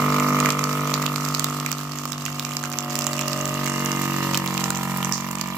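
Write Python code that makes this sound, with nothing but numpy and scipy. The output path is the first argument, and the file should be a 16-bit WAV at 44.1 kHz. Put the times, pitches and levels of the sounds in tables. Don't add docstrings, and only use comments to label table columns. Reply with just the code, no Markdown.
import sys
import numpy as np
from scipy import signal
from scipy.fft import rfft, irfft, next_fast_len
from scipy.io import wavfile
from scipy.ndimage import uniform_filter1d

SR = 44100
rng = np.random.default_rng(int(sys.argv[2]) if len(sys.argv) > 2 else 0)


def convert_level_to_amplitude(level_db):
    exponent = np.asarray(level_db, float) / 20
    return 10 ** exponent


def master(y):
    cut = np.clip(np.atleast_2d(y).T, -1, 1)
    pcm = np.round(cut * 32767)
    wavfile.write(sys.argv[1], SR, pcm.astype(np.int16))


N = 245637

# hz, likeness
LIKENESS = [(60, 1), (180, 0.29), (550, 0.02), (1650, 0.086), (4970, 0.01), (15000, 0.033)]
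# hz, level_db
LEAN = [(60, -.2), (170, -.8), (350, -.7), (700, -1.5), (1400, -4.5), (2800, -3), (5600, -11), (9800, -4.5),
        (14000, -7)]
PORT_DB = -66
KITCHEN_T60_S, WALL_CUT_HZ = .3, 4000
STEADY_TOP_HZ, CRACK_TOP_HZ = 16050, 16900

# start_s, depth_db
DUCKS = [
    (.495, 4.5),
    (1.065, 1.5),
    (1.35, 1),
    (1.44, -1),
    (1.665, 1),
    (1.73, 1),
    (4.378, 2.5),
    (4.7, 2),
    (5.122, 4),
]
DUCK_S, RECOVER_S = 0.00099, 0.52

# time_s, strokes_per_s
SPEED = [(0, 49.16), (.4, 49.22), (.84, 49.14), (1.4, 49.17), (1.67, 49.1), (1.95, 48.96), (2.51, 48.48),
         (3.07, 47.97), (3.91, 47.285), (4.19, 46.95), (4.46, 46.18), (4.74, 46.01), (5.02, 46.01),
         (5.3, 46.4), (5.57, 46.4)]
# time_s, level_db
EFFORT = [(0, -23.5), (.4, -22.5), (1.3, -27), (2.0, -32.5), (2.81, -33), (2.89, -31), (4.0, -27),
          (5.05, -26.5), (5.57, -30.5)]
# time_s, grip_db
SEAL = [(0, 0), (.6, 1), (1.8, 3.5), (2.8, 3.5), (3.8, 3.5), (4.2, 2.5), (4.6, 3.5), (5.1, 2.5), (5.57, 2)]
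LIGHT_DB = [-24, -30, 3.5, -6.5, 3, -5.5, -14, -12.5, -8, -7.5, -19.5, -14, -9, -18, -13, -26.5, -18, -21,
            -17, -16.5, -10.5, -13, -15.5, -9, -8, -8, -15, -22, -18, -22.5]
PULLING_DB = [-20, -19, 4.5, -19.5, 3, -8, -10, -16.5, -16.5, -21.5, -16, -19.5, -16.5, -11.5, -9, -29, -22,
              -16, -18, -16.5, -23, -8, -12.5, -11.5, -5.5, -12.5, -12.5, -12, -22, -24]
GRIPPING_DB = [-29, -22, 0.5, -18.5, 0.5, -10.5, -6, -31.5, -14, -25.5, -19, -10, -11.5, -24, -6, -23, -24,
               -17.5, -17, -26, -13, -16, -12, -15, -9.5, -11.5, -13.5, -17, -20, -31]
TIGHT_DB = [-22, -18, 3, -8.5, -1.5, -6.5, -5, -22, -6, -15.5, -19.5, -2.5, -4.5, -30, -15, -14, -28, -9.5,
            -10, -11, -10, -1, -3, -11, 0.5, -1, -1, -17, -12, -30]
STRAINING_DB = [-23.5, -19, 2, -3.5, 2, -7, -2.5, -17, -11, -10, -22, -21.5, -10, -36, -15.5, -19, -22, -15,
                -9, -7.5, -18, -5, -10, -10, -10, -4, -16, -13, -18, -24]
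LABOURING_DB = [-21.5, -12.5, 5, 3, 0.5, -2, 0, -12.5, -8.5, -12.5, -22, -6, -16, -20.5, -14, -14, -20.5,
                -11, -4, 4, 3.5, -5, 5.5, -5, -3, 10, 4.5, 3, -5.5, -9.5]
LOADED_DB = [-19, -20, 1, 4.5, -1.5, -19, -6.5, -16, -30, -12, -19, -17.5, -20, -11, -21, -13, -7.5, -15,
             -13.5, -11, -4, -4.5, -7.5, -13, -8, -17, -9, -12, -8.5, -10]
SETTLED_DB = [-18, -26, -2, 3, 1.5, -14, -8, -21, -24, -15.5, -18, -24, -15, -11, -18, -22.5, -14, -20,
              -19.5, -13, -8, -7.5, -15, -11, -7, -7, -9.5, -24, -23, -16]
STAGE_S = [.7, 2.3, 2.85, 3.4, 3.85, 4.25, 4.7, 5.4]
THUMP_LAG_CYCLES = [.05, .01, .01, .01, -.03, -.06, -.07, -.07]
LID_LAG_CYCLES = [0.1214, 0.11, 0.11, 0.065, 0.06, 0.007, 0.0034, 0.005]
RETURN_TURN_CYCLES = [.6, .5, .2, 0, 0, 0, 0, 0]
SWELL_LAG_CYCLES = [0, .17, .1, .03, .06, .08, 0, 0]
# ring_hz, width_hz, level_db at four loads
PANELS = [(1526, 134, -26, -8, -3, -8), (1760, 69, -11, -13, -3.5, -4), (1924, 41, -16, -13, -5.5, -8),
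          (2080, 20, -12, -18, -8, -12.5), (2308, 107, -6, -30, -7.5, -2), (2805, 105, -13.5, -4, 0, -6)]
PANEL_S = [.8, 2.4, 3.8, 4.8]
RUMBLE_DB = -29.5

# hz, level_db_per_hz
AIR = [(240, -42), (400, -8), (445, -16), (488, -11), (725, -8.5), (807, -15), (871, -15.5), (1220, -1),
       (1480, -6.5), (2770, -8.5), (3760, -13), (7470, -12), (9250, -19.5), (15300, -13.5)]
HISS_UNDER_DB = -11
LOW_AIR_LOSS_DB, LOW_AIR_FADE_S = 8, 4.5
# start_s, level_db, decay_s
PUFFS = [
    (5.132, -25.5, 0.039),
]
WHISTLE_HZ, WHISTLE_WANDER_HZ, WHISTLE_DB = 2845, 15, -15

# hz, level_db_per_hz
FILM = [(900, -35), (1500, -30), (2300, 6.5), (3700, 5), (5500, 6), (7450, 10), (9300, -9), (12000, -3.5),
        (15000, -1), (16500, -18)]
# time_s, busy_db
CRACKLE = [(0, 6.5), (.7, 0.5), (1.3, 2.5), (1.8, -14), (2.3, 1.5), (3.3, 1.5), (4.0, -2.5), (4.8, 0.5),
           (5.25, -23.5), (5.57, 6)]
GRAINS_PER_S, CRACKLE_DB, RATE_FOLLOWS = 420, -45.5, 0.37
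# start_s, peak_db, ring_hz, left_minus_right_db
SNAPS = [(.1984, -9.5, 2440, -11), (.4018, -4, 7500, -19), (.4584, -4.5, 2200, -17),
         (.5039, -4.5, 5240, -14), (.9401, -3, 4930, -14.5), (1.0635, -7.5, 3470, -17),
         (1.3478, -6, 5300, -11), (1.3951, -7, 8360, -13), (1.4432, -4.5, 4500, -10),
         (1.716, -8, 6400, -17), (2.12, -10.5, 6040, -34), (2.3955, -9.5, 4500, -9),
         (2.4495, -10, 5800, -17), (2.568, -7.5, 5530, -15), (2.7867, -7, 6160, -14),
         (2.9544, -8.5, 5400, -15), (2.9895, -8.5, 7600, -21), (3.0671, -3.5, 7900, -17),
         (3.192, -7.5, 2430, -27), (3.2809, -11, 8100, -13), (3.3312, -8.5, 4900, -16),
         (3.8591, -9.5, 6750, -17), (4.3452, -6, 3260, -8), (4.375, -7.5, 6300, -21),
         (4.577, -7.5, 3150, -16), (4.6406, -7, 5800, -18), (4.7042, -7, 7550, -14),
         (5.0466, -8.5, 6600, -21), (5.1235, -3.5, 5600, -25), (5.4121, -10, 6200, -17)]
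# start_s, peak_db, ring_hz
CREASES = [(0.491, -14, 1830), (.64, -8.5, 5240), (1.0254, -12, 2090), (1.1595, -13, 4930),
           (1.25, -12, 6200), (1.287, -13, 5700), (1.499, -18, 6440), (1.6, -13, 7340),
           (1.6619, -8.5, 2080), (2.262, -12, 2330), (1.9865, -14, 6400), (2.054, -15.5, 4860),
           (2.253, -11, 6500), (2.51, -21, 1760), (2.638, -12, 1670), (2.717, -18, 5540),
           (3.009, -14, 5530), (3.0203, -11.5, 6030), (3.042, -12, 6660), (4.336, -14, 5500),
           (4.3737, -6, 5100), (3.2112, -9.5, 7400), (3.455, -11, 7250), (3.6433, -16, 7700),
           (3.681, -14.5, 2170), (3.917, -9, 6400), (4.0177, -18, 2080), (4.4603, -13, 2700),
           (5.028, -12, 3200), (5.312, -16, 7660), (5.354, -14.5, 7060)]
# start_s, peak_db, ring_hz
MORE_CREASES = [(0.168, -19, 4900), (0.41, -18, 2400), (0.5222, -15, 7500), (0.5923, -9.5, 2400),
                (0.7132, -22, 5800), (0.7288, -16, 4700), (0.7896, -29, 7700), (0.8077, -19, 7300),
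                (0.8735, -19, 6100), (0.903, -18.5, 6600), (0.911, -18, 2590), (0.9482, -17, 5700),
                (1.021, -14.5, 5800), (1.1413, -29, 6500), (1.174, -24, 5500), (1.2085, -16, 7060),
                (1.261, -31, 6500), (1.272, -20, 1800), (1.3415, -14, 5000), (1.3807, -19, 6900),
                (1.5383, -23, 6600), (1.727, -12, 5240), (1.7834, -19.5, 4700), (1.802, -21, 1830),
                (1.9147, -31, 6200), (1.919, -20, 5240), (1.956, -27, 7100), (2.1305, -16.5, 4520),
                (2.18, -19, 5000), (2.2082, -23, 5000), (2.2123, -29, 4800), (2.28, -20, 1900),
                (2.327, -23, 5600), (2.359, -26, 7700), (2.381, -31, 2900), (2.4274, -25, 5000),
                (2.4346, -26, 3100), (2.4916, -21, 5700), (2.5191, -21, 2900), (2.5355, -20, 4700),
                (2.593, -26, 5700), (2.628, -19, 7500), (2.65, -19.5, 2600), (2.6555, -18.5, 6900),
                (2.7002, -26, 6900), (2.7262, -16, 7000), (2.734, -18.5, 4900), (2.7393, -18, 2300),
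                (2.806, -16, 6200), (2.8259, -22, 5900), (2.846, -22, 6100), (2.898, -19, 7400),
                (2.9046, -20, 7000), (2.9095, -18, 5800), (2.9626, -16, 5900), (2.9689, -26, 7300),
                (3.004, -29, 7100), (3.0601, -24, 5600), (3.071, -21.0, 6100), (3.0762, -17, 2800),
                (3.0853, -29, 7100), (3.132, -12.5, 4800), (3.1397, -19, 5000), (3.166, -18, 5200),
                   (3.18, -15, 2600), (3.2057, -20, 4800), (3.2163, -24.0, 6700), (3.222, -19, 3100),
                   (3.2322, -24.0, 5800), (3.2719, -30, 6500), (3.3079, -18, 5400), (3.316, -20, 5100),
                   (3.3247, -25, 1900), (3.3347, -24, 6600), (3.3757, -19, 7400), (3.3903, -19, 7400),
                   (3.4111, -14, 7100), (3.477, -17, 7000), (3.4927, -16, 6600), (3.5413, -18, 7100),
                   (3.5564, -23, 5300), (3.66, -14, 7100), (3.665, -14, 2000), (3.675, -15, 1900),
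                   (3.6987, -14, 7600), (3.734, -22.0, 7700), (3.7794, -19, 5300), (3.795, -17, 7500),
                   (3.8085, -22, 2980), (3.849, -23, 7600), (3.9279, -18, 5600), (3.9621, -17, 7940),
                   (4.0316, -16, 5500), (4.0404, -15.5, 7600), (4.134, -18.0, 6900), (4.1644, -14, 7500),
                   (4.2413, -19, 5500), (4.3519, -10.5, 5100), (4.4757, -11.5, 3930), (4.4873, -32, 5600),
                   (4.5413, -14.5, 7500), (4.601, -20, 6200), (4.607, -16, 6600), (4.6575, -19, 7000),
                   (4.749, -16.5, 6000), (4.757, -16, 6500), (4.7723, -16, 7300), (4.782, -20, 7800),
                   (4.834, -21, 7200), (4.8503, -29, 4900), (4.879, -32, 7500), (4.972, -24, 12300),
                   (5.0551, -16, 7300), (5.135, -27, 5700), (5.179, -19.0, 5200), (5.2084, -19, 6700),
                   (5.2667, -32, 2100), (5.3848, -19, 7100), (5.4587, -27, 6300), (5.474, -20.5, 7400)]
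CREASE_PAN_DB = -14
KNOCK_DB, KNOCK_LOSS_DB_PER_S = -7.5, 0
# start_s, peak_db, left_minus_right_db
SPITS = [(0.4015, -18, -2), (0.4903, -25, -7.5), (0.6399, -27, -6.0), (0.9393, -22, -2.0),
         (1.0191, -21, -5.0), (1.286, -20, -3), (1.3942, -20, -5.0), (1.4421, -12, -11), (1.7165, -16, -1),
         (2.0537, -21, -4.0), (2.1196, -22, -3), (2.2528, -24, -7.0), (2.3955, -20, -13.5),
         (2.5676, -33, 4), (2.6998, -22, -3), (2.7876, -18, -3), (2.9537, -18, -1), (2.9891, -12, -8.5),
         (3.0664, -19, -6.0), (3.1313, -24, -7.0), (3.1911, -20, -7.5), (3.2804, -15.5, -3),
         (3.454, -25, -8), (3.6421, -25, -9.0), (3.6591, -16, -9.0), (3.8072, -20, -6), (3.8492, -14, -7.5),
         (4.0173, -15, -1), (4.1335, -23, -2), (4.3445, -20, -5.5), (4.375, -10, -9), (4.4458, -29, -6),
         (4.4603, -16, -5), (4.7032, -14, 0), (4.8344, -24, 2), (4.9731, -14, -8.5), (5.1223, -26, -7.0),
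         (5.1781, -27, -4), (5.2664, -23, -16), (5.3118, -21, -11.0), (5.3522, -28, -6.0),
         (5.4116, -25, -3), (5.473, -27, -8.5), (5.5553, -22, -5.5)]
# start_s, peak_db, ring_hz
SHIFTS = [
    (0.46, -16, 1460),
    (0.592, -17, 1300),
    (0.641, -14, 1250),
    (2.055, -18.5, 1200),
    (2.281, -20, 1520),
    (2.656, -28, 1320),
    (2.739, -30, 1520),
    (4.344, -19.5, 1380),
    (4.706, -14.5, 1390),
]
SHIFT_WIDTH_HZ = 140


def rms_one(x):
    return x / np.sqrt(np.mean(x ** 2) + 1e-20)


def in_time(rows):
    time_s, *columns = np.transpose(rows)
    return [np.interp(np.arange(N) / SR, time_s, c) for c in columns]


def at_hz(points, hz):
    hz_points, values = np.transpose(points)
    return np.interp(np.log(np.maximum(hz, 1)), np.log(np.maximum(hz_points, 1)), values)


def drift(rate_hz):
    r = np.exp(-80 * np.pi * rate_hz / SR)
    white = rng.standard_normal(N // 40 + 2002)
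    slow = signal.lfilter([1], [1, -2 * r, r * r], white)[2000:]
    return np.interp(np.arange(N) / 40, np.arange(len(slow)), rms_one(slow))


def resonate(x, hz, width_hz):
    r, w = np.exp(-np.pi * width_hz / SR), 2 * np.pi * hz / SR
    return signal.lfilter([0, np.sin(w)], [1, -2 * r * np.cos(w), r * r], x + 1e-18)


def colour(x, spectrum, share=1):
    size = next_fast_len(x.shape[-1])
    gain = convert_level_to_amplitude(share * at_hz(spectrum, np.fft.rfftfreq(size, 1 / SR)))
    return irfft(rfft(x, size) * gain, size)[..., :x.shape[-1]]


def band_pass(x, order, low_hz, high_hz):
    return signal.sosfilt(signal.butter(order, [low_hz, high_hz], "band", fs=SR, output="sos"), x)


def sides(x):
    return np.array([colour(x[0], LEAN, share=.5), colour(x[-1], LEAN, share=-.5)])


def ducking():
    gain_db = 0
    for start_s, depth_db in DUCKS:
        since_s = np.maximum(np.arange(N) / SR - start_s, 0)
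        gain_db = gain_db - depth_db * (1 - np.exp(-since_s / DUCK_S)) * np.exp(-since_s / RECOVER_S)
    return gain_db


def ports():
    return convert_level_to_amplitude(PORT_DB) * rms_one(band_pass(rng.standard_normal((2, N)), 2, 22, 80))


def kitchen(x):
    size = next_fast_len(N + SR)
    hz, out = np.fft.rfftfreq(size, 1 / SR), np.zeros((2, size // 2 + 1), complex)
    for k, lag_s in enumerate(rng.uniform(.006, .03, 16)):
        loss = convert_level_to_amplitude(-60 * lag_s / KITCHEN_T60_S) / (1 + 1j * hz / WALL_CUT_HZ)
        echo = loss * np.exp(-2j * np.pi * hz * lag_s)
        out[k % 2] += echo / (1 - echo) * (-1) ** (k // 2)
    return irfft(out * rfft(x, size), size)[:, :N]


def rumble(thump_db):
    mid, side = band_pass(rng.standard_normal((2, N)), 3, 84, 340)
    return convert_level_to_amplitude(thump_db + RUMBLE_DB + 10.5) * rms_one(mid + 0.043 * side * [[1], [-1]])


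def air(turns, hiss_db, patchy_db, puff):
    out, together, edges_hz = 0, drift(140), 40 * 2 ** np.arange(2, 9.1, .5)
    white = rng.standard_normal((2, 2, N))
    low_db = 1.0 - LOW_AIR_LOSS_DB * (1 - np.exp(-np.arange(N) / SR / LOW_AIR_FADE_S))
    for k, (low_hz, high_hz) in enumerate(zip(edges_hz, edges_hz[1:])):
        is_low = high_hz < 2600
        mid, side = band_pass(white[k % 2], 2, low_hz, high_hz)
        alike = np.clip(at_hz(LIKENESS, np.sqrt(low_hz * high_hz)), -1, 1)
        gain = convert_level_to_amplitude(patchy_db * (0.6 if is_low else 1) * (1.72 * together + drift(4.3)))
        gain = gain * convert_level_to_amplitude(low_db if is_low else 0)
        out = out + gain * (np.sqrt(1 + alike) * mid + np.sqrt(1 - alike) * side * [[1], [-1]])
    stroke = 1 + puff * np.exp(-(turns % 1) / 0.25)
    return convert_level_to_amplitude(hiss_db + 1.0) * stroke * rms_one(colour(out, AIR))


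def puffs():
    t = np.arange(N) / SR
    swell = sum(convert_level_to_amplitude(db) * (t > s) * np.exp(-np.abs(t - s) / decay_s) for s, db, decay_s in PUFFS)
    return swell * rms_one(band_pass(rng.standard_normal((2, N)), 3, 4600, 7400))


def whistle(knock_db):
    turns = np.cumsum(WHISTLE_HZ + WHISTLE_WANDER_HZ * drift(24)) / SR
    load_db = np.interp(np.arange(N) / SR, PANEL_S, PANELS[-1][2:])
    return convert_level_to_amplitude(knock_db + WHISTLE_DB + load_db + 2.8 * drift(6)) * np.cos(2 * np.pi * turns)


def shifts():
    out = 0
    for start_s, peak_db, ring_hz in SHIFTS:
        click = 1. * (np.arange(N) == round(start_s * SR))
        out = out + convert_level_to_amplitude(peak_db) * resonate(click, ring_hz, SHIFT_WIDTH_HZ)
    return out


def crackle():
    busy_db, = in_time(CRACKLE)
    per_s, level_db = GRAINS_PER_S * convert_level_to_amplitude(RATE_FOLLOWS * busy_db), CRACKLE_DB + busy_db
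    sizes = convert_level_to_amplitude(6.7 * np.minimum(rng.exponential(1, N), 2.2)) * rng.choice([-1, 1], N)
    ticks = sizes * (rng.random(N) < per_s * convert_level_to_amplitude(4 * drift(18)) / SR)
    rings_hz, dealt = np.geomspace(1800, 15500, 12), rng.integers(0, 12, N)
    pops = sum(resonate(ticks * (dealt == k), hz, hz / 16.0) for k, hz in enumerate(rings_hz))
    return convert_level_to_amplitude(level_db - 0.5) * rms_one(colour(pops + 0.24 * ticks, FILM))


def peak_one(x):
    return x / np.abs(x).max(axis=1, keepdims=True)


def spits():
    t = np.arange(-100, 200) / SR
    shape = np.exp(np.where(t < 0, t / 0.00035, -t / 0.00044))
    bursts = band_pass(shape * rng.standard_normal((len(SPITS), 2, 300)), 3, 9800, 17000)
    out = np.zeros((2, N + 400))
    for (start_s, peak_db, pan_db), burst in zip(SPITS, bursts):
        at = round(start_s * SR) + 40
        level = convert_level_to_amplitude(peak_db + 3.5 + np.array([[pan_db], [0]]))
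        out[:, at:at + 300] += level * peak_one(burst)
    return out[:, 100:N + 100]


def snap_shape(t):
    spike = np.exp(-((t - .0028) / .00035) ** 2)
    t = t - .0024
    return 1.3 * spike + 2.9 * np.exp(np.where(t < 0, t / 0.00073, -t / 0.0021))


def snaps():
    size, lead = 900, round(.002 * SR)
    out, shape = np.zeros((2, N + size)), snap_shape(np.arange(size) / SR)
    folds = SNAPS + [(*row, CREASE_PAN_DB) for row in CREASES + MORE_CREASES]
    noise = rng.standard_normal((len(folds), 2, size))
    crack = 7.1 * (np.arange(size) == lead + 32)
    for (start_s, peak_db, ring_hz, pan_db), (own, far) in zip(folds, noise):
        own = own + crack
        burst = shape * [0.28 * own + 0.99 * far, own]
        ring = band_pass(burst, 2, ring_hz / 1.334, ring_hz * 1.19)
        bright = colour(burst, FILM) + convert_level_to_amplitude(6.0) * (5000 / ring_hz) ** 0.84 * ring
        bright[0] = colour(bright[0], LEAN)
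        knock = band_pass(burst, 2, 850, 2100)
        low_db = KNOCK_DB - KNOCK_LOSS_DB_PER_S * start_s
        snap = peak_one(bright) + convert_level_to_amplitude(low_db - 9.0) * peak_one(knock)
        at = round(start_s * SR) - lead
        out[:, at:at + size] += convert_level_to_amplitude(peak_db + 6.5 + np.array([[pan_db], [0]])) * snap
    return out[:, :N]


def panels(turns, knock_db):
    strokes = np.diff(np.floor(turns), prepend=np.floor(turns[0]))
    clicks = strokes * convert_level_to_amplitude(knock_db - 4.5 + 0.83 * rng.standard_normal(N))
    back = 1 + 1.1 * np.cos(2 * np.pi * (turns - .4))
    chatter = convert_level_to_amplitude(knock_db - 33.5) * back * rng.standard_normal(N)
    t, out = np.arange(N) / SR, 0
    for k, (ring_hz, width_hz, *levels_db) in enumerate(PANELS):
        drive = clicks + 0.23 * chatter if k + 1 < len(PANELS) else chatter
        gain = (-1) ** k * convert_level_to_amplitude(8.5 + np.interp(t, PANEL_S, levels_db))
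        out = out + gain * resonate(drive, ring_hz, width_hz)
    return out


def causal_phase(levels_db):
    log_gain = np.interp(np.arange(65), np.arange(32), np.r_[-30, levels_db, -30]) * np.log(10) / 20
    cepstrum = irfft(log_gain)
    cepstrum[1:64] *= 2
    cepstrum[65:] = 0
    return rfft(cepstrum).imag[1:31]


def even(x):
    return x / np.sqrt(uniform_filter1d(x ** 2, size=SR // 6))


def housing(turns, thump_db, knock_db):
    stages_db = np.array([LIGHT_DB, PULLING_DB, GRIPPING_DB, TIGHT_DB,
                          STRAINING_DB, LABOURING_DB, LOADED_DB, SETTLED_DB])
    phases, t = np.array([causal_phase(s) for s in stages_db]), np.arange(N) / SR
    thump, knock, lid_from, valve_from = 0, 0, 7, 17
    base_lag, lid_lag = np.interp(t, STAGE_S, THUMP_LAG_CYCLES), np.interp(t, STAGE_S, LID_LAG_CYCLES)
    for k in range(30):
        level_db = np.interp(t, STAGE_S, stages_db[:, k]) + 0.96 * drift(2.9)
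        phase, lag = np.interp(t, STAGE_S, phases[:, k]), 0
        if k < lid_from:
            lag = base_lag
            turn = np.interp(t, STAGE_S, RETURN_TURN_CYCLES) * (k % 2)
            turn = turn - np.interp(t, STAGE_S, SWELL_LAG_CYCLES) * (k - 3)
            phase = phase + 2 * np.pi * turn
        elif k < valve_from:
            lag = lid_lag
            phase = phase - 0.13 * (k - 11) ** 2
        tone = convert_level_to_amplitude(level_db) * np.cos(2 * np.pi * (k + 1) * (turns - lag) + phase)
        if k < valve_from:
            thump = thump + tone
        else:
            knock = knock + tone
    return convert_level_to_amplitude(thump_db + 0.95) * even(thump) + convert_level_to_amplitude(knock_db - 1.6) * even(knock)


def late(x, samples):
    return np.array([x, np.roll(x, samples)])


def scene():
    (strokes_per_s,), (effort_db,), (seal_db,) = in_time(SPEED), in_time(EFFORT), in_time(SEAL)
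    thump_db = effort_db + ducking()
    knock_db, hiss_db = thump_db - seal_db, thump_db + HISS_UNDER_DB + seal_db
    turns = .98 + np.cumsum(strokes_per_s * (1 + .0008 * drift(8.0))) / SR
    body, rattle = housing(turns, thump_db, knock_db), panels(turns, knock_db)
    fizz, bag = crackle(), snaps()
    close = late(body, 1) + late(rattle + shifts(), -5) + late(fizz, -7)
    above_base = signal.butter(2, 260, "high", fs=SR, output="sos")
    room = convert_level_to_amplitude(-16.5) * kitchen(rattle + fizz + bag[1])
    room = room + convert_level_to_amplitude(-19.0) * kitchen(signal.sosfilt(above_base, body))
    hiss = air(turns, hiss_db, patchy_db=1.56, puff=0.83) + puffs() + rumble(thump_db) + whistle(knock_db)
    top = signal.cheby2(16, 70, STEADY_TOP_HZ, fs=SR, output="sos")
    return signal.sosfilt(top, sides(close + hiss) + room + ports() + bag) + spits()


def roll_off(x):
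    return signal.sosfilt(signal.butter(12, 16790, fs=SR, output="sos"), x)


def record(dry):
    top = signal.cheby2(16, 70, CRACK_TOP_HZ, fs=SR, output="sos")
    mix = signal.sosfilt(top, 1.089 * np.tanh(dry / 1.111))
    return roll_off(mix)


dry = scene()
out = record(dry)
master(out)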